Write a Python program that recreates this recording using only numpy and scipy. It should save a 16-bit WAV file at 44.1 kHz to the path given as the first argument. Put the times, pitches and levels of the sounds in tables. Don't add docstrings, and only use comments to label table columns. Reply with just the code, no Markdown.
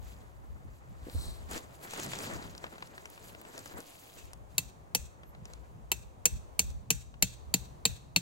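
import sys
import numpy as np
from scipy import signal
from scipy.fft import rfft, irfft, next_fast_len
from scipy.io import wavfile
from scipy.ndimage import uniform_filter1d, map_coordinates

SR = 44100
rng = np.random.default_rng(int(sys.argv[2]) if len(sys.argv) > 2 else 0)


def wav_record(signal):
    frames = np.transpose(np.atleast_2d(signal))
    bounded = np.clip(frames, -1, 1)
    quanta = np.round(bounded * 32767).astype(np.int16)
    wavfile.write(sys.argv[1], SR, quanta)


N = 362061

# (time [s], level [dB],
# low ring [dB], middle ring [dB], top ring [dB], handle knock [dB], soil thud [dB], echo re level [dB])
BLOW_EVENTS = [(4.168, -66.5, 4, -10, -6.5, -60, -77, 21.5), (4.581, -16.5, -7.5, -9, -3, -41.5, -52, -20),
               (4.949, -16.5, -8, -15, -7, -42, -42.5, -17), (5.917, -19, -2.5, -12.5, -3, -40, -54, -18.5),
               (6.2554, -12, -7.5, -15, -6.5, -37.5, -46, -20),
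               (6.593, -15, -9.5, -11.5, -6.5, -39, -41.5, -18),
               (6.9044, -15, -6, -15, -9.5, -38, -38, -16.5),
               (7.2243, -13.5, -5, -5.5, -7.5, -39, -33, -18), (7.54, -16, -5.5, -4.5, -4, -38, -34, -19),
               (7.8534, -16, -2.5, -3, -4.5, -36, -35, -17),
               (8.162, -17.5, -2.5, -1.5, -8.5, -37, -34, -17.5)]
# (frequency [Hz], level [dB], t60 [s])
STEEL_MODES = [(2460, -9.5, 0.03), (2667, -4, 0.058), (3135, -11, 0.046), (3765, 2, 0.014),
               (3996, -2.5, 0.027), (4290, -1.5, 0.041), (4444, -9, 0.03), (5920, -5.5, 0.038),
               (6380, -12, 0.087), (7160, -4.5, 0.025), (7680, -9, 0.037), (8170, -15, 0.04),
               (10700, -24, 0.0066), (11590, -13.5, 0.033), (12300, -20.5, 0.027), (13400, -13, 0.027),
               (14000, -12, 0.043), (15600, -9.5, 0.045)]
# (frequency [Hz], density [dB per Hz])
CLANK_SPECTRUM = [(710, -63), (1200, -26), (1980, -9), (2300, -6), (2590, -2), (3510, -15.5), (3870, -12.5),
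                  (4450, -1), (5180, -18.5), (7020, -10), (8820, -16.5), (9510, -22), (11200, -4.5),
                  (14000, -12), (15200, -5.5), (16000, -8)]
# (frequency [Hz], level [dB], t60 [s])
HANDLE_MODES = [(350, -8.5, 0.074), (457, -2, 0.065), (640, -6, 0.052), (814, 1.5, 0.031),
                (981, -3.5, 0.038), (1226, -5.5, 0.037), (1660, -5.5, .018), (2060, -16.5, 0.012)]
# (frequency [Hz], level [dB], t60 [s])
SOIL_MODES = [(179, -1, 0.089), (125.2, -14, 0.47), (257, -7.5, 0.059)]
# (delay [s], level [dB])
GROUND_RETURNS = [(.0018, -11), (.0042, -14), (.0075, -14)]
# (frequency [Hz], lead [rad])
STAKE_PHASE_LEAD = [(0, 0), (1800, 3.1), (3000, 5.6), (4800, 6.4), (6000, 9.4), (7500, 12.4), (8700, 14.4),
                    (10000, 13.3), (12000, 12.5), (15000, 9.4), (16000, 8.3)]
UNALIKE_DB, UNALIKE_T60_S = -5, 0.041


def hammer():
    near, ground = np.zeros(N + SR), np.zeros(N + SR)
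    far, wide = np.zeros((2, N + SR)), np.zeros((2, N + SR))
    t, slow_t = np.arange(SR // 10) / SR, np.arange(SR // 4) / SR
    grid = np.fft.rfftfreq(len(t), 1 / SR)
    for s, db, low_db, middle_db, top_db, knock_db, thud_db, echo_db in BLOW_EVENTS:
        # (frequency [Hz], level [dB])
        tone = [(2700, low_db), (4100, middle_db), (6000, 0.002), (8700, 0.00097), (10500, top_db)]
        modes = [(hz, level + along(tone, hz), t60) for hz, level, t60 in STEEL_MODES]
        steel = ring(modes, t, spread_db=1.5, attack=0.00016, detune=0.0026)

        clank_gain = amp(along(CLANK_SPECTRUM, grid) + along(tone, grid))
        rattle = unit(irfft(rfft(rng.standard_normal(len(t))) * clank_gain, len(t)))
        duller = uniform_filter1d(rattle, size=2)
        clank = amp(8.0 - 60 * t / 0.0094) * rattle + amp(-0.5 - 60 * t / 0.026) * duller
        blow = amp(db - 3.5) * (steel + (1 - np.exp(-t / 0.00032)) * clank)
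        lay(near, s, blow)
        for delay, level in GROUND_RETURNS:
            lay(ground, s + delay * (1 + 0.071 * rng.normal()), amp(level) * blow)

        apart = unit(irfft(rfft(rng.standard_normal((2, len(t)))) * clank_gain, len(t)))
        lay(wide, s + 0.001, amp(db + UNALIKE_DB - 60 * t / UNALIKE_T60_S) * apart)

        handle = ring(HANDLE_MODES, t, spread_db=2.9, attack=0.00081, detune=0.049)
        lay(near, s, amp(knock_db + 5) * handle)
        soil = ring(SOIL_MODES, slow_t, spread_db=1.2, attack=0.0011, detune=.03)
        lay(near, s + 0.006, amp(thud_db + 8.5) * soil)
        lay(far, s + 0.004, amp(db + echo_db - 2.5) * trees(tone, steel))
    bounced = amp([[-1.5], [1.5]]) * ground[:N]
    direct = from_left(near[:N] + bounced, STAKE_PHASE_LEAD)
    scattered = spread(far[:, :N], [(1, 0.012)], FAR_LIKENESS)
    return direct + scattered + wide[:, :N]


# (frequency [Hz], density [dB per Hz])
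SCATTER_SPECTRUM = [(880, -46.5), (1500, -7), (2190, -10), (2590, -3.5), (2830, -12), (3410, -2.5),
                    (3810, -2), (5120, -10.5), (6960, -6), (8570, -8.5), (9560, -17.5), (11400, -13),
                    (12600, -18), (13900, -10), (14800, -22), (15600, -15)]
# (frequency [Hz], t60 [s])
SCATTER_DECAY = [(300, 0.41), (2500, 0.51), (4500, 0.59), (8000, 0.45), (10500, 0.43), (14000, 0.34)]
# (delay [s], level [dB])
TRUNK_ECHOES = [(0.018, 7.5), (0.049, 3), (.075, 2), (0.109, 6)]
RING_IN_ECHO = .5


def trees(tone, steel):
    hz, t, z = signal.stft(rng.standard_normal((2, SR // 2)), SR, nperseg=512)
    colour = along(SCATTER_SPECTRUM, hz) + 0.61 * along(tone, hz)
    ring_db = 10 * np.log10(uniform_filter1d(abs(rfft(steel[:512])) ** 2, size=2) + 1e-9)
    colour += RING_IN_ECHO * (ring_db - uniform_filter1d(ring_db, size=15))
    decay_db = 60 * t / along(SCATTER_DECAY, hz)[:, None]
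    tail = signal.istft(z * amp(colour[:, None] - decay_db), SR, nperseg=512)[1]
    late = np.arange(tail.shape[1]) / SR
    trunk_db = sum(db * np.exp(-((late - delay) / 0.012) ** 2) for delay, db in TRUNK_ECHOES)
    return tail * (1 - np.exp(-late / 0.0013)) * amp(trunk_db)


# (start [s], hold [s], level [dB])
GRAZE_EVENTS = [(5.25, .02, -82), (5.285, 0.013, -69), (5.485, .015, -75)]
SQUEAK_HZ, SQUEAK_WIDTH_HZ, GRAZE_EDGE_DB_PER_S = 11800, 250, 500.5


def grazes():
    peak = signal.iirpeak(SQUEAK_HZ, SQUEAK_HZ / SQUEAK_WIDTH_HZ, SR)
    hiss = unit(signal.lfilter(*peak, rng.standard_normal(N)))
    level = bursts(GRAZE_EVENTS, GRAZE_EDGE_DB_PER_S, GRAZE_EDGE_DB_PER_S)[0]
    return from_left(level * hiss, STAKE_PHASE_LEAD)


# (time [s], low flap [dB], crinkle [dB], finest crinkle [dB])
RUSTLE_LEVELS = [(0.0, -69, -74, -71), (0.07, -64, -62.5, -66), (0.36, -69, -79, -78),
                 (0.99, -66, -74, -77), (1.11, -60, -64.5, -60.5), (1.22, -56, -65.5, -57),
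                 (1.41, -65.5, -67, -68.5), (1.79, -64.5, -67, -69.5), (1.95, -47, -48, -55),
                 (2.28, -45.5, -48.5, -57), (2.46, -55, -59, -63), (2.54, -59, -64.5, -68.5),
                 (3.1, -61, -65.5, -68), (3.3, -63, -60.5, -59.5), (3.38, -61, -68.5, -72),
                 (3.58, -54.5, -59.5, -64), (3.83, -85, -61, -61.5), (4.14, -89, -61.5, -60.5),
                 (4.31, -72, -67.5, -74), (4.42, -74, -94.5, -88.5), (5.3, -67.5, -90, -89),
                 (5.44, -71, -78, -98), (5.48, -67, -66.5, -75), (5.85, -79, -90, -90)]
# (start [s], hold [s], low flap [dB], crinkle [dB], finest crinkle [dB])
TUG_EVENTS = [(1.07, 0.014, -67, -80, -79), (1.515, 0.057, -46, -47.5, -51.5),
              (1.835, 0.012, -51, -58.5, -53), (2.03, 0.018, -55, -49.5, -52), (2.22, .02, -63, -63, -51),
              (2.635, 0.01, -53.5, -61.5, -75), (2.73, 0.033, -55, -67, -72),
              (3.655, 0.0067, -64, -73, -63), (3.7, 0.094, -52, -72, -80), (4.175, .01, -62.5, -69, -72),
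              (4.51, 0.06, -82, -71.5, -72)]
TUG_RISE_DB_PER_S, TUG_FALL_DB_PER_S = 503, 300.5
# (frequency [Hz], density [dB per Hz])
FLAP_SPECTRUM = [(71, -34.5), (120, -23), (151, -3), (319, -2.5), (1430, -7), (2010, -10), (2500, -19),
                 (3250, -46), (5500, -120)]
CRINKLE_SPECTRUM = [(880, -6), (1500, -8.5), (2000, -8), (2440, -5), (3620, -5.5), (4920, -6), (5490, -10),
                    (6690, -4), (7760, -4), (8920, -16.5), (11700, -11), (15200, -20.5), (16000, -8.5)]
# (start [s], hold [s], level [dB])
SWISH_EVENTS = [(1.21, 0.057, -51)]
SWISH_RISE_DB_PER_S, SWISH_FALL_DB_PER_S = 125, 122
# (frequency [Hz], width [Hz], level per pass [dB])
RUB_BANDS = [(4200, 1200, -3.5), (5660, 1400, -11.5), (7640, 1700, -8)]
# (frequency [Hz], lead [rad])
SHEET_PHASE_LEAD = [(0, 0), (1000, 2.2), (3200, 3.3), (5000, 5.4), (7000, 6.2), (16000, 6.3)]


def rub_response(f):
    return sum(amp(db) * 1j * f * w / (c * c - f * f + 1j * f * w) for c, w, db in RUB_BANDS) ** 2


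def cloth():
    tugs = bursts(TUG_EVENTS, TUG_RISE_DB_PER_S, TUG_FALL_DB_PER_S)
    flap, crinkle, finest = np.hypot(curves(RUSTLE_LEVELS), tugs)
    clumps = amp(1.8 * wobble(45))
    billow = amp(2.5 * wobble(35))

    def crackle():
        return .8 * creases() + clumps * patchy(depth_db=3.5)

    direct = from_left(coloured(crackle(), CRINKLE_SPECTRUM), SHEET_PHASE_LEAD)
    scattered = unit(spread([crackle(), clumps * rng.standard_normal(N)], CRINKLE_SPECTRUM, FAR_LIKENESS))
    bright = direct + 1.15 * scattered
    top = filtered(bright, lambda hz: 1 / (1 + (8800 / (hz + 1)) ** 16))
    creasing = amp(3.0) * (crinkle * unit(bright - top) + finest * unit(top))

    folds = flap * coloured(billow * patchy(depth_db=3), FLAP_SPECTRUM)
    far_folds = amp(-1.5) * flap * billow * pair(FLAP_SPECTRUM, FAR_LIKENESS)
    swish_level = bursts(SWISH_EVENTS, SWISH_RISE_DB_PER_S, SWISH_FALL_DB_PER_S)[0]
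    swish = swish_level * unit(filtered(rng.standard_normal(N), rub_response))
    return creasing + far_folds + from_left(amp(1.5) * folds + swish, SHEET_PHASE_LEAD)


# (time [s], level [dB], pitch [Hz], low part relative to it [dB])
SNAP_EVENTS = [(1.098, -37, 4100, -19), (1.5122, -28, 7800, -16), (1.5328, -31, 4730, -20),
               (1.5606, -34, 7690, -10), (1.5774, -30, 4950, -15), (1.9085, -32, 6940, -19),
               (1.935, -31, 7010, -8), (1.9754, -31, 6690, -22), (1.9987, -27, 7000, -16),
               (2.0317, -32.5, 6670, -13), (2.0634, -30, 6750, -18), (2.134, -36.5, 6800, 1.5),
               (2.154, -30, 5540, -24), (2.1878, -26.5, 6100, -17), (2.235, -29.5, 4920, -21),
               (2.3362, -33.5, 7230, -12), (2.425, -37.5, 4560, -16), (2.5502, -36.5, 3970, -14),
               (2.579, -30.5, 4500, -29), (2.6404, -35, 1700, -2), (2.666, -41, 1650, -6),
               (2.7253, -53, 7110, -3), (2.7559, -46, 1200, -5), (2.781, -38, 2800, -11),
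               (2.824, -30, 2500, -9), (2.873, -41, 4790, -26), (2.979, -38.5, 3030, -6),
               (3.056, -34, 6100, -10.5), (3.1008, -37.5, 11700, -32), (3.1772, -46, 2500, -4.5),
               (3.3486, -37, 2000, -11), (3.4143, -38.5, 11200, -12), (3.4506, -43, 1800, -6.5),
               (3.5786, -28.5, 6150, -17.5), (3.591, -32, 6350, -23), (3.6582, -34.5, 6550, -11),
               (3.676, -35.5, 5400, -32), (3.8038, -33, 7660, -18), (4.2542, -45, 8300, -15),
               (4.333, -33.5, 6330, -17), (5.2335, -49.5, 2530, -3), (5.3492, -49.5, 2980, -4),
               (5.455, -34, 4900, -20), (5.5353, -33.5, 4600, -21), (6.703, -40.5, 6090, -20.5),
               (7.141, -50, 2520, -5)]
POP_LOW_HZ, POP_HIGH_HZ = 300, 2140


def snaps():
    x, t = np.zeros(N), np.arange(SR // 20) / SR
    low_band = signal.butter(2, [POP_LOW_HZ, POP_HIGH_HZ], "bandpass", fs=SR)

    def dying(burst, t60):
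        decay = amp(-60 * t / t60)
        return unit(burst * decay) * np.std(decay)

    for s, db, hz, low_db in SNAP_EVENTS:
        burst = rng.standard_normal((2, len(t)))
        peak = signal.iirpeak(hz, 1.2, SR)
        pitched = signal.lfilter(*peak, signal.lfilter(*peak, burst[0]))
        pop = signal.lfilter(*low_band, burst[1])
        lay(x, s, amp(db - 8.5) * dying(pitched, t60=0.014))
        lay(x, s, amp(db + low_db + 6.5) * dying(pop, t60=0.028))
    return from_left(x, SHEET_PHASE_LEAD)


# (time [s], level [dB])
THUMP_EVENTS = [(0.651, -45.5), (1.067, -35.5), (1.083, -36.5), (1.148, -37), (2.271, -35), (3.788, -36)]
# (frequency [Hz], level [dB], t60 [s])
BED_MODES = [(195, -14.5, 0.038), (270, 4, 0.025), (486, -3, 0.032), (720, -10, .015)]


def thumps():
    x, t = np.zeros(N), np.arange(SR // 10) / SR
    for s, db in THUMP_EVENTS:
        lay(x, s, amp(db) * ring(BED_MODES, t, spread_db=2.5, attack=0.002, detune=0.061))
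    return from_left(x, SHEET_PHASE_LEAD)


# (time [s], level [dB])
WIND_LEVELS = [(0.0, -43.5), (0.3, -52.5), (0.95, -53), (1.45, -45), (1.75, -56), (2.0, -64), (2.5, -50),
               (2.7, -57.5), (3.6, -62), (4.1, -69), (4.25, -49.5), (4.6, -58), (5.6, -52.5), (6.25, -50),
               (6.9, -54.5), (7.5, -48.5), (8.21, -56.5)]
# (start [s], hold [s], level [dB])
GUST_EVENTS = [(0.49, 0.062, -42), (0.645, .04, -43), (0.73, 0.0091, -45), (1.025, .01, -42.5),
               (1.155, 0.012, -29), (1.275, 0.0079, -33.5), (2.34, 0.018, -40), (3.74, 0.022, -51.5),
               (4.655, 0.009, -45), (5.0, 0.037, -43), (5.94, .01, -45.5), (6.335, 0.015, -32.5),
               (6.63, 0.14, -38.5), (6.95, 0.016, -43), (7.24, .02, -41.5), (7.47, .01, -46),
               (7.61, .01, -44), (7.9, 0.019, -39.5)]
GUST_RISE_DB_PER_S, GUST_FALL_DB_PER_S = 799.5, 251
# (time [s], level [dB])
DRONE_LEVELS = [(0.0, -65), (0.5, -60), (1.17, -64.5), (1.69, -64.5), (2.12, -53.5), (2.45, -59),
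                (3.09, -68.5), (4.2, -65.5), (4.37, -58), (6.7, -63.5), (6.95, -60), (8.21, -58)]
# (frequency [Hz], density [dB per Hz])
BUFFET_SPECTRUM = [(15, -34), (25, -15), (43, -6.5), (62, 3), (184, -23.5), (250, -22.5), (320, -54.5),
                   (550, -120)]
DRONE_SPECTRUM = [(60, -23), (100, 3.5), (170, 0), (260, -9), (400, -32.5), (800, -75)]
LEAF_SPECTRUM = [(160, -27), (280, -4.5), (559, -3), (745, -3.5), (824, -4.5), (1040, -5.5), (1260, -11.5),
                 (1390, -16), (2780, -23.5), (5100, -30.5), (5840, -29), (6460, -26.5), (11500, -36),
                 (15800, -36.5)]
LEAVES_DB = -59.5


def wind():
    lumps = amp(1.4 * np.array([wobble(11), wobble(19)]))
    ports = amp([[1.5], [-1.5]]) * unit(lumps * pair(BUFFET_SPECTRUM, [(30, -.3)]))
    gusts = bursts(GUST_EVENTS, GUST_RISE_DB_PER_S, GUST_FALL_DB_PER_S)
    buffeting = np.hypot(curves(WIND_LEVELS), gusts) * ports
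    drone_level = curves(DRONE_LEVELS)[0] * amp(4.4 * wobble(12) + 1.6 * wobble(3.2))
    drone = drone_level * pair(DRONE_SPECTRUM, FAR_LIKENESS)
    leaf_level = amp(LEAVES_DB + 1.88 * wobble(2.56) + 0.39 * wobble(2.2))
    return buffeting + drone + leaf_level * pair(LEAF_SPECTRUM, FAR_LIKENESS)


def ring(modes, t, spread_db, attack, detune):
    total = 0
    for (hz, db, t60), (a, b, c) in zip(modes, rng.standard_normal((len(modes), 3))):
        decay = amp(db + spread_db * a - 60 * t / t60)
        total = total + decay * np.sin(2 * np.pi * hz * (1 + detune * c) * t + b)
    return (1 - np.exp(-t / attack)) * total


def creases():
    at = np.flatnonzero(rng.random(N) < 700 / SR * amp(5 * wobble(25)))
    draw, k = rng.random((len(at), 2)), np.arange(64)
    hz = 1500 * 9 ** draw[:, :1]
    size = amp(np.minimum(-4.5 * np.log(draw[:, 1:]), 14))
    grains = size * np.sin(2 * np.pi * hz * k / SR) * np.exp(-k * hz / SR / 0.86)
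    return unit(np.bincount((at[:, None] + k).ravel(), grains.ravel(), N + len(k))[:N])


def patchy(depth_db):
    z = signal.stft(rng.standard_normal(N), nperseg=256)[2]
    field = uniform_filter1d(uniform_filter1d(rng.standard_normal(z.shape), 14, 0), 5, 1)
    return unit(signal.istft(z * amp(depth_db * unit(field)), nperseg=256)[1][:N])


# (frequency [Hz], left minus right [dB])
PORT_LEVEL_DIFFERENCE = [(100, 0), (900, 5), (1900, -1), (2600, 6), (4500, 4), (6500, 1), (8200, -4),
                         (11000, -1.5), (15000, 0)]


def from_left(x, lead):
    side = np.array([[.5], [-.5]])

    def response(hz):
        phase = side * np.interp(hz, *np.transpose(lead))
        return amp(side * along(PORT_LEVEL_DIFFERENCE, hz)) * np.exp(1j * phase)

    return filtered(x, response)


# (frequency [Hz], left-right correlation [-1 to 1])
FAR_LIKENESS = [(60, 0.86), (150, 0.93), (380, 0.084), (950, -0.48), (2380, -0.15), (5980, 0.37),
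                (15000, 1)]


def spread(two, spectrum, alike):
    def response(hz):
        turn = np.arccos(np.clip(along(alike, hz), -1, 1)) / 2
        return amp(along(spectrum, hz)) * [np.cos(turn), np.sin(turn)]

    mid, side = filtered(two, response)
    return np.array([mid + side, mid - side])


def pair(spectrum, alike):
    return unit(spread(rng.standard_normal((2, N)), spectrum, alike))


def bursts(rows, rise_db_per_s, fall_db_per_s):
    t = np.arange(N) / SR
    power = 0
    for s, hold, *db in rows:
        under_db = rise_db_per_s * np.maximum(s - t, 0) + fall_db_per_s * np.maximum(t - s - hold, 0)
        power = power + np.outer(amp(db), amp(-under_db)) ** 2
    return np.sqrt(power)


def curves(rows):
    s, *columns = np.transpose(rows)
    return [amp(np.interp(np.arange(N) / SR, s, c, -120, -120)) for c in columns]


def wobble(rate):
    return map_coordinates(rng.standard_normal(int(N * rate / SR) + 4), [np.arange(N) * rate / SR])


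def filtered(x, response):
    m = next_fast_len(N + SR // 10, True)
    return irfft(rfft(x, m) * response(np.fft.rfftfreq(m, 1 / SR)), m)[..., :N]


def coloured(x, spectrum):
    return unit(filtered(x, lambda hz: amp(along(spectrum, hz))))


def along(points, hz):
    f, v = np.transpose(points)
    return np.interp(np.log(hz + 1), np.log(f + 1), v)


def lay(track, s, sound):
    at = round(s * SR)
    track[..., at:at + sound.shape[-1]] += sound


def amp(db):
    return 10 ** (np.asarray(db) / 20)


def unit(x):
    return x / np.sqrt(np.mean(x ** 2) + 1e-20)


def scene():
    return hammer() + grazes() + cloth() + snaps() + thumps() + wind()


# (frequency [Hz], level [dB])
TREBLE_EDGE = [(15800, 0), (16000, -20), (16700, -32)]
TOP_HZ = 16800


def record(dry):
    return filtered(dry, lambda hz: amp(along(TREBLE_EDGE, hz)) * (hz < TOP_HZ))


dry = scene()
out = record(dry)
wav_record(out)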